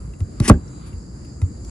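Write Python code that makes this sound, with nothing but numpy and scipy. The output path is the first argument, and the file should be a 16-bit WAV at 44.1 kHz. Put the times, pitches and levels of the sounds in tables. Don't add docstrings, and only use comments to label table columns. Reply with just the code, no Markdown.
import sys
import numpy as np
from scipy import signal
from scipy.fft import rfft, irfft
from scipy.io import wavfile
from scipy.ndimage import uniform_filter1d

SR = 44100
rng = np.random.default_rng(int(sys.argv[2]) if len(sys.argv) > 2 else 0)


def to_wav(s):
    ch = np.atleast_2d(s).T
    pcm = np.round(np.clip(ch, -1, 1) * 32767)
    wavfile.write(sys.argv[1], SR, pcm.astype(np.int16))


N = 74970
TIME_S = np.arange(N) / SR
BINS_HZ = np.fft.rfftfreq(N, 1 / SR)


def undb(db):
    return 10 ** (np.asarray(db) / 20)


def unit(x):
    return x / np.sqrt(np.mean(x ** 2))


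def read(table, col=1):
    t = np.array(table)
    return np.interp(np.log(np.maximum(BINS_HZ, 1)), np.log(t[:, 0]), t[:, col])


def colour(x, table):
    low_edge = np.minimum(BINS_HZ / table[0][0], 1) ** 2
    high_edge = np.minimum(table[-1][0] / (BINS_HZ + 1), 1) ** 40
    return irfft(rfft(x) * undb(read(table)) * low_edge * high_edge, N)


def curve(table, col):
    t = np.array(table)
    return np.interp(TIME_S, t[:, 0], t[:, col])


def walk(rate):
    k = int(SR / rate)
    held = np.repeat(rng.standard_normal(N // k + 1), k)
    return 1.84 * uniform_filter1d(uniform_filter1d(held, k), k)[:N]


def decay(t, t60):
    return np.exp(-np.log(1000) * t / t60)


def modes(t, table):
    return sum(undb(db) * decay(t, t60) * np.sin(2 * np.pi * hz * t) for hz, db, t60 in table)


WHINE_HZ, WHINE_DB = 3940, -75
WHINE_SWELL_DB, WHINE_AT_S, WHINE_SPAN_S = 10, 0.77, 0.14


def whine():
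    swell = WHINE_SWELL_DB * np.exp(-((TIME_S - WHINE_AT_S) / WHINE_SPAN_S) ** 2)
    return undb(WHINE_DB + 2 * walk(4.6) + swell) * np.sin(2 * np.pi * WHINE_HZ * TIME_S)


MID_DB = -34.5
FLICKER_DB, FLICKER_RATE_HZ = 1.06, 12.36
DRIFT_HZ = (850, 3800, 5800, 20000)
UPPER_SWING = 2.24
# (density per Hz, relative)
ROOM_MID_SPECTRUM = [(20, -47), (45, -8.5), (55, 3.5), (72, -2.5), (136, -5), (233, -13), (301, -13.5),
                     (400, -21.5), (520, -27), (840, -37), (1300, -37), (2120, -45.5), (3000, -53),
                     (3350, -56), (3700, -53), (4200, -52.5), (4680, -34), (5100, -41.5), (5900, -55.5),
                     (6600, -38.5), (7500, -34.5), (7900, -44.5), (8350, -67), (8900, -46), (10700, -48.5),
                     (11300, -61)]
# pitch_hz, level_db
ROOM_SIDE_SPECTRUM = [(40, -26), (150, -13.5), (400, -5.5), (1000, 3), (3000, -4), (5000, -2), (7400, -1),
                      (10500, -4.5)]
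# time_s, middle_db, lower_db, upper_db
TREBLE_DRIFT = [(0, -62, -67.5, -59.5), (.18, -65, -70, -63), (.39, -59.5, -64, -61),
                (.62, -61, -66.5, -61), (.78, -59.5, -63.5, -57.5), (.87, -56, -74, -59.5),
                (.97, -61.5, -63, -62.5), (1.1, -63, -62, -61.5), (1.25, -61, -59.5, -63),
                (1.36, -62.5, -61, -62), (1.6, -62, -65, -61.5), (1.66, -62.5, -60, -57.5),
                (1.7, -56, -60, -52)]


def kitchen():
    mid, side = (colour(rng.standard_normal(N), ROOM_MID_SPECTRUM) for _ in range(2))
    gain = undb(MID_DB) / np.std(mid)
    mid = gain * mid
    side = gain * irfft(rfft(side) * undb(read(ROOM_SIDE_SPECTRUM)), N)
    pair, out = rfft(np.array([mid + side, mid - side])), 0
    levels = [curve(TREBLE_DRIFT, k) for k in range(1, 4)]
    drift = [np.zeros(N)] + [level - np.mean(level) for level in levels]
    for centre_hz in 20 * 2 ** np.arange(0, 9.5, .5):
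        weight = np.clip(1 - np.abs(2 * np.log2((BINS_HZ + 1) / centre_hz)), 0, 1)
        swing = UPPER_SWING if 2000 < centre_hz < 3800 else 1
        slow_db = swing * drift[np.searchsorted(DRIFT_HZ, centre_hz)]
        out = out + irfft(pair * weight, N) * undb(FLICKER_DB * walk(FLICKER_RATE_HZ) + slow_db)
    return out + whine()


ECHO_DB, ECHO_T60_S, ECHO_LOW_HZ, ECHO_TOP_HZ = -15, 0.064, 600, 4170


def walls(dry):
    t = np.arange(SR // 4) / SR
    tail = rng.standard_normal((2, len(t))) * decay(t, ECHO_T60_S) * np.minimum(t / 0.004, 1)
    band = signal.butter(1, [ECHO_LOW_HZ, ECHO_TOP_HZ], "band", fs=SR, output="sos")
    tail = signal.sosfilt(band, tail)
    tail = tail / np.sqrt(np.sum(tail[0] ** 2))
    return undb(ECHO_DB) * signal.fftconvolve(dry[None], tail, axes=1)[:, :N]


PING = 0.34
# pitch_hz, level_db, t60_s
BLADE_MODES = [(1344, 0, 0.027), (2074, 3.5, 0.027), (2470, 0.5, 0.017), (3800, -3.5, 0.02),
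               (5550, -4, 0.015)]
# start_s, level_db, pitch_hz, length_s, scratch_db, blade_db
EDGE_TICKS = [(0.136, -34, 2690, 0.0033, -19, -16), (0.19, -46, 9950, 0.0085, -30, -35),
              (0.203, -41.5, 2740, 0.0036, -0.5, -4.5), (0.4, -23.5, 4350, 0.0028, -2, -6.5),
              (0.539, -22.5, 1580, .0035, -30, -35), (0.678, -40.5, 5700, 0.0059, -34, -21),
              (0.858, -47, 9750, 0.025, -5, -40), (0.929, -37, 2750, 0.0032, -21, -16),
              (1.2481, -45.5, 2720, 0.0045, -5, -24), (1.416, -37.5, 9760, 0.0026, -5.5, 0),
              (1.647, -37.5, 5850, 0.0035, -6.5, -27)]


def ticks():
    out, t = np.zeros(N + SR), np.arange(2048) / SR
    noise = rng.standard_normal((len(EDGE_TICKS), 2048))
    blade = modes(t, BLADE_MODES)
    blade = blade / np.sqrt(np.sum(blade ** 2))
    for (s, db, hz, length, scratch_db, blade_db), n in zip(EDGE_TICKS, noise):
        shape = (t / length * 2) * np.exp(1 - t / length * 2)
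        scratch = undb(scratch_db) * n * shape
        ping = PING * shape * np.sin(2 * np.pi * hz * t)
        late_blade = np.roll(blade, int(length * SR / 2))
        blade_ring = undb(blade_db) * np.sqrt(length * SR) * late_blade
        i = int(s * SR)
        out[i:i + 2048] += undb(db) * (scratch + ping + blade_ring)
    return colour(out[:N], [(600, 2), (3000, -3.5), (7300, 1.5), (8400, -5.5), (9600, 5.5),
                            (10500, 0), (11500, -13), (15000, -15)])


LATE_S = 0.0094
# pitch_hz, level_db, t60_s
BOARD_MODES = [(42.8, -3.5, 0.16), (73.6, -11, 0.27), (129.5, -2.5, 0.048), (174, -14.5, 0.233),
               (238.4, -3, 0.11), (295.5, -2.5, 0.062), (345, -6.5, 0.072), (580, -9, 0.071),
               (832.6, -6.5, 0.035), (1135, 6.5, 0.01), (1573, -16, 0.044), (1932, -19, 0.046)]


def board_ring():
    t = np.arange(SR // 3) / SR
    return sum((1 - np.exp(-(t / (LATE_S * 100 / mode[0])) ** 2)) * modes(t, [mode])
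               for mode in BOARD_MODES)


SNAP_S = .4772
STOP_S = .4995
SETTLE_HZ = 3500
GRAIN_DB = 1.5
PUSH_HZ = (122, 396)
# time_s, crunch_db, push_db (on the board)
CUT_LEVELS = [(.405, -67.5, -70), (.418, -47, -25.5), (.435, -39, -41), (.456, -29, -28),
              (.4765, -32.5, -54), (.479, -16.5, -15), (.490, -18.5, -18), (.4985, -17.5, 2.5),
              (.503, -30, -23), (.515, -37, -38), (.545, -52.5, -24), (.62, -87, -59)]
# (density per Hz, relative)
CRUNCH_SPECTRUM = [(290, -36), (500, -12), (1140, -4), (1400, -9.5), (2850, -5.5), (4010, -11.5),
                   (5410, -4), (6330, -7.5), (9580, -0.5), (11000, -6.5), (12200, -46), (14600, -17)]
# (density per Hz, relative)
SHEAR_SPECTRUM = [(290, -45), (500, -15), (1920, -3), (3170, -9.5), (4030, -16), (5480, -10.5), (8380, -15),
                  (9200, -9), (10600, -11), (12000, -37), (15600, -65)]


def cut():
    grains = rng.standard_normal(N) * undb(GRAIN_DB * rng.exponential(size=N))
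    tear_in = np.clip((TIME_S - SNAP_S) / 0.0006, 0, 1)
    tear_out = np.clip((STOP_S - TIME_S) / 0.0016 + 1, 0, 1)
    torn = tear_in * tear_out
    shear = unit(colour(grains, SHEAR_SPECTRUM))
    settling = signal.sosfilt(signal.butter(2, SETTLE_HZ, fs=SR, output="sos"), shear)
    shear = np.where(TIME_S < STOP_S, shear, settling)
    crunch = (1 - torn) * shear + torn * unit(colour(grains, CRUNCH_SPECTRUM))

    ring = board_ring()[:1500] * np.hanning(3000)[1500:]
    ring = signal.sosfilt(signal.butter(2, PUSH_HZ, "band", fs=SR, output="sos"), ring)
    force = rng.standard_normal(N) * undb(curve(CUT_LEVELS, 2))
    push = signal.fftconvolve(force, ring)[:N] / np.sqrt(np.sum(ring ** 2))
    return crunch * undb(curve(CUT_LEVELS, 1)) + push


SAG_S = 0.0034
# start_s, ring_db, contact_s, thump_lag_s, thump_db, pitch_hz, time_to_peak_s, sharpness, head_start_cycles
BOARD_KNOCKS = [(0.2069, -14, 0.0049, .0001, -13, 88.6, 0.016, 2, 0.89),
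                (0.4013, -6.5, 0.002, .0001, -6, 97.7, 0.01, 2.7, 1.25),
                (.4800, -34, 0.0011, .0001, -18.5, 211, 0.0066, 2.9, 0.38),
                (.4980, 3.5, 0.000038, .003, 4, 87.3, 0.0073, 1.44, 1.09),
                (0.5386, -17.5, 0.0009, .0001, -14.5, 74, 0.0083, 2.2, 0.88),
                (.932, -36, 0.0046, .0001, -24.5, 83.6, 0.011, 0.96, 0.87),
                (1.418, -14.5, 0.0033, .0001, -9, 89.6, 0.02, 2.95, 0.87)]


def knocks():
    out, ring = np.zeros(N + SR), board_ring()
    t = np.arange(len(ring)) / SR
    for s, ring_db, contact, lag, thump_db, hz, peak, sharp, ahead in BOARD_KNOCKS:
        cycles = hz * t + ahead * (1 - np.exp(-t / SAG_S))
        shape = (t / peak * np.exp(1 - t / peak)) ** sharp
        struck = uniform_filter1d(ring, max(int(contact * SR), 1), mode="constant")
        i = int(s * SR)
        out[i:i + len(t)] += undb(ring_db) * struck
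        i += int(abs(lag) * SR)
        out[i:i + len(t)] += undb(thump_db) * shape * np.sin(2 * np.pi * cycles)
    return out[:N]


# pitch_hz, left_lead_radians
PORT_PHASE = [(50, 0.17), (150, 0.11), (350, 0.27), (700, 0.78), (1300, 1.08), (3000, 1.18), (9500, 1.57)]
# pitch_hz, left_minus_right_db
PORT_LEAN = [(60, 0.5), (700, -1), (1400, -3), (2800, 4), (5500, 7), (10000, -0.8)]


def microphones(dry):
    turn = np.exp(.5j * read(PORT_PHASE)) * undb(read(PORT_LEAN) / 2)
    return irfft(rfft(dry) * np.array([turn, 1 / turn]), N)


def scene():
    close = knocks() + ticks() + cut()
    echo = walls(close)
    return microphones(close) + echo + kitchen()


CEILING = .995
TOP_HZ = 15200


def record(dry):
    bent = np.clip(dry, -CEILING, CEILING)
    fade = np.minimum(np.minimum(np.arange(N), np.arange(N)[::-1]) / 150, 1)
    return signal.sosfilt(signal.ellip(12, .02, 60, TOP_HZ, fs=SR, output="sos"), bent * fade)


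dry = scene()
out = record(dry)
to_wav(out)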